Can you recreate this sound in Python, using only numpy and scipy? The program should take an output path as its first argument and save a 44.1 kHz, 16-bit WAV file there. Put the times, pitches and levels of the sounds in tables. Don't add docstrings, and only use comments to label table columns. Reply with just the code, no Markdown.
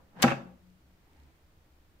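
import sys
import numpy as np
from scipy import signal
from scipy.fft import rfft, irfft
from scipy.io import wavfile

SR = 44100
rng = np.random.default_rng(int(sys.argv[2]) if len(sys.argv) > 2 else 0)


def dump(signal):
    limited = np.clip(np.atleast_2d(signal).T, -1, 1)
    pcm = np.round(limited * 32767).astype(np.int16)
    wavfile.write(sys.argv[1], SR, pcm)


N = 88200
T = np.arange(N) / SR
HZ = np.fft.rfftfreq(N, 1 / SR)

# frequency in Hz, relative level in dB.
PLASTIC_SPECTRUM = [(150, -20), (450, -7.5), (1200, 1.5), (2500, 6), (4500, 3), (7000, 0), (9500, -16.5),
                    (12500, -6.5), (16000, -18)]


def amp(db):
    return 10 ** (np.asarray(db) / 20)


def unit(x):
    return x / np.sqrt(np.mean(x ** 2) + 1e-20)


def curve(points, hz=HZ):
    f, value = np.transpose(points)
    return np.interp(np.log(hz + 1), np.log(f), value)


def envelope(points):
    return amp(np.interp(T, *np.transpose(points), left=-120, right=-120))


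def pan(db):
    return amp(np.array([[.5], [-.5]]) * db)


def delay(x, seconds):
    return np.pad(x, ((0, 0), (max(round(seconds * SR), 0), 0)))[:, :N]


def colour(x, db):
    cepstrum = irfft(np.log(amp(db)), N)
    cepstrum[..., 1:N // 2] *= 2
    cepstrum[..., N // 2 + 1:] = 0
    response = np.atleast_2d(irfft(np.exp(rfft(cepstrum)), N))[:, :4096]
    return signal.fftconvolve(x, response, axes=1)[:, :N]


def noise(shape_db=0):
    # frequency in Hz, coherence from 0 to 1.
    coherence = [(40, 0.97), (250, 0.9), (600, 0.7), (1200, 0), (4000, 0)]
    alike = np.clip(curve(coherence), 0, 1)
    left, independent = rfft(rng.standard_normal((2, N)))
    right = alike * left + np.sqrt(1 - alike ** 2) * independent
    return unit(irfft(np.array([left, right]) * amp(shape_db), N))


def fade(t60, t=T):
    return np.exp(-np.log(1000) * t / np.maximum(t60, 1e-3))


def ring(modes):
    return sum(pan(side_db) * amp(db) * fade(t60) * np.sin(2 * np.pi * hz * T)
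               for hz, db, t60, side_db in modes)


def knock(spectrum, start, db, t60, tilt=0, side_db=0, crack=0):
    shape_db = curve(spectrum) + tilt * np.log2(np.maximum(HZ, 100) / 1000)
    cluster = noise() * fade(t60)
    impulse = crack * np.linalg.norm(cluster[0]) * (T == 0)
    burst = colour(cluster + impulse, shape_db)
    burst *= np.sqrt(2) / np.linalg.norm(burst)
    return delay(burst * amp(db) * pan(side_db), start)


def friction(spectrum, grain_db):
    grains = noise() * amp(grain_db * rng.exponential(1, N))
    return unit(colour(grains, curve(spectrum)))


def background(rumble_hz=70.4, half_width_hz=7.9):
    # frequency in Hz, relative spectral density in dB.
    air_spectrum = [(25, -5), (50, -9), (75, -2.5), (110, -13.5), (150, -12), (240, -19.5), (305, -15),
                    (370, -20), (1020, -25.5), (1600, -27), (5000, -35.5), (10000, -42), (15000, -37.5)]
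    # time in seconds, level in dB.
    rumble_levels = [(0, -65.5), (1.1, -70.5), (1.28, -57), (1.4, -72), (2, -66.5)]
    rumble = noise(-20 * np.log10(1 + ((HZ - rumble_hz) / half_width_hz) ** 2))
    air = amp(-63.5) * noise(curve(air_spectrum))
    return air + envelope(rumble_levels) * rumble


def slide(dull_hz=1400, full_bright_db=-40.5):
    # time in seconds, gain in dB.
    slide_gains = [(0, -55), (.04, -65), (.12, -66), (.15, -57), (.165, -49), (.185, -47), (.2, -41.5),
                   (.222, -40.5), (.24, -60)]
    # frequency in Hz, relative level in dB.
    rail_spectrum = [(90, -7), (200, 5.5), (360, -10), (530, -3), (660, -7.5), (810, -1), (1050, -6),
                     (1750, -5.5), (2100, -11), (3000, -15), (6000, -30), (16000, -56)]
    scrape = friction(rail_spectrum, grain_db=3)
    dull = colour(scrape, -20 * np.log10(1 + (HZ / dull_hz) ** 2))
    gain = envelope(slide_gains)
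    brightness = np.minimum(gain / amp(full_bright_db), 1)
    return gain * (dull + brightness * (scrape - dull))


def latch(strike_s=.2286):
    # start in seconds, level in dB, t60 in seconds, tilt in dB per octave, left-right in dB.
    snaps = [(0.221, -17, 0.011, 5, -2), (0.2245, -2.5, 0.008, 2.5, 7), (0.2254, -7, 0.035, -3, 1),
             (0.229, 4.5, 0.027, -0.5, 0), (0.2327, -5, .045, -6, -1.5)]
    # frequency in Hz, level in dB, t60 in seconds, left-right in dB.
    panel_modes = [(1237, -31.5, 0.023, -0.5), (1591.6, -25, 0.056, 3.5), (3580, -21.5, 0.018, 0)]
    clicks = sum(knock(PLASTIC_SPECTRUM, *snap, crack=amp(-6.5)) for snap in snaps)
    return clicks + delay(ring(panel_modes), strike_s)


def slam(start, push_s=.0012, build_s=.0022):
    # frequency in Hz, level in dB, t60 in seconds, left-right in dB.
    housing_modes = [(132, -23, 0.37, 1), (181, -17, 0.14, 4), (227.7, -6.5, 0.076, 2),
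                     (329.4, -26.5, 0.26, 1), (508.5, -17, .07, -2.5), (634.3, -24.5, .15, 0.5),
                     (806, -15.5, 0.12, 1.5), (984, -24.5, 0.094, 3.5), (1296, -16.5, 0.054, -4.5),
                     (1384, -16.5, 0.051, -5.5), (1533, -26.5, 0.086, -4.5)]
    # frequency in Hz, relative level in dB.
    shell_spectrum = [(100, -11.5), (270, -5.5), (420, -15), (540, 0.5), (1400, -1), (2200, -3),
                      (4000, -20.5), (8000, -35), (16000, -50)]
    clack = knock(shell_spectrum, start, db=7, t60=.053)
    thump = ring(housing_modes) * (1 - np.exp(-T / build_s))
    return clack - delay(thump, start + push_s)


def room_boom(start):
    pair_hz = (180.6, 184.85)
    db, t60, side_db = -45.5, 1.46, 6.5
    return delay(ring([(hz, db, t60, side_db) for hz in pair_hz]), start)


def tray():
    # start in seconds, level in dB, t60 in seconds, tilt in dB per octave, left-right in dB.
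    bounces = [(.2660, -3.5, 0.11, -7, -0.5), (.2775, -4, 0.052, -3, -7.5), (.2820, -1.5, 0.055, -3.5, 7),
               (.2930, -8.5, 0.1, 1.5, -1.5), (.3050, -7.5, 0.074, -0.5, -1.5), (.3140, -4, 0.039, -6, -11),
               (.3210, -2.5, 0.054, -6, 10)]
    # frequency in Hz, relative level in dB.
    tray_spectrum = [(80, -18.5), (160, -6), (280, -4), (410, -15), (560, 1), (1300, 3), (2000, 3),
                     (2750, -3.5), (3400, -8.5), (7000, -25), (16000, -48)]
    # frequency in Hz, level in dB relative to the bounce, t60 in seconds, left-right in dB.
    tray_modes = [(575, -37, 0.087, 0), (1383, -33.5, 0.07, -1.5), (2350, -37, 0.065, 1.5),
                  (2526, -39.5, 0.13, -4.5), (2672, -39, 0.1, -3)]
    metal = ring(tray_modes)
    return sum(knock(tray_spectrum, start, db, *rest) + amp(db) * delay(metal, start)
               for start, db, *rest in bounces)


def ticks():
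    # start in seconds, level in dB.
    handling_ticks = [(.668, -53), (0.7009, -50.5), (1.133, -49), (1.168, -50), (1.2004, -48),
                      (1.2339, -50.5)]
    return sum(knock(PLASTIC_SPECTRUM, start, db, t60=.015) for start, db in handling_ticks)


def rustle(middle_s=1.2, half_length_s=.21):
    # frequency in Hz, relative level in dB.
    rustle_spectrum = [(130, -7), (290, 7.5), (450, -6.5), (950, 2.5), (1150, -10.5), (2250, -4.5),
                       (2700, -12.5), (9000, -29)]
    swell = np.exp(-((T - middle_s) / half_length_s) ** 2)
    return amp(-69) * swell * friction(rustle_spectrum, grain_db=2)


def reverberation(x, rise_s=.004):
    # frequency in Hz, t60 in seconds.
    decay_times = [(100, 0.56), (230, 0.27), (330, 0.5), (700, 0.4739), (2200, 0.3631), (5500, 0.3272),
                   (12000, 0.3)]
    # frequency in Hz, gain of the tail in dB.
    tail_gains = [(100, -14), (230, -12.5), (330, -6), (600, -9.5), (2000, -12), (6000, -10.5),
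                  (14000, -17)]
    hz, t, bands = signal.stft(noise(), SR, nperseg=256)
    decay = fade(curve(decay_times, hz)[:, None], t) * (1 - np.exp(-t / rise_s))
    energy = (decay ** 2).sum(1, keepdims=True) * t[1] * SR
    decay *= amp(curve(tail_gains, hz))[:, None] / np.sqrt(energy)
    tail = signal.istft(bands * decay, SR, nperseg=256)[1]
    return signal.fftconvolve(x, tail, axes=1)[:, :N]


def scene(slam_s=.2375, radiation_hz=121):
    # frequency in Hz, left-right in dB.
    balance = [(200, 0), (1200, -.5), (3000, -2), (5000, 2), (6800, 7), (8000, 16), (10800, 14), (12300, 3),
               (16000, 4)]
    sources = slide() + latch() + ticks() + slam(slam_s) + tray() + rustle()
    radiation = signal.butter(N=3, Wn=radiation_hz, btype="high", fs=SR, output="sos")
    direct = signal.sosfilt(radiation, sources)
    room = reverberation(direct) + room_boom(slam_s)
    microphone_db = np.array([[.5], [-.5]]) * curve(balance)
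    return colour(direct + room, microphone_db) + background()


def record(dry, cutoff_hz=15700):
    lowpass = signal.firwin(255, cutoff_hz, window=("kaiser", 9), fs=SR)
    return signal.oaconvolve(dry, lowpass[None], "same")


dry = scene()
out = record(dry)
dump(out)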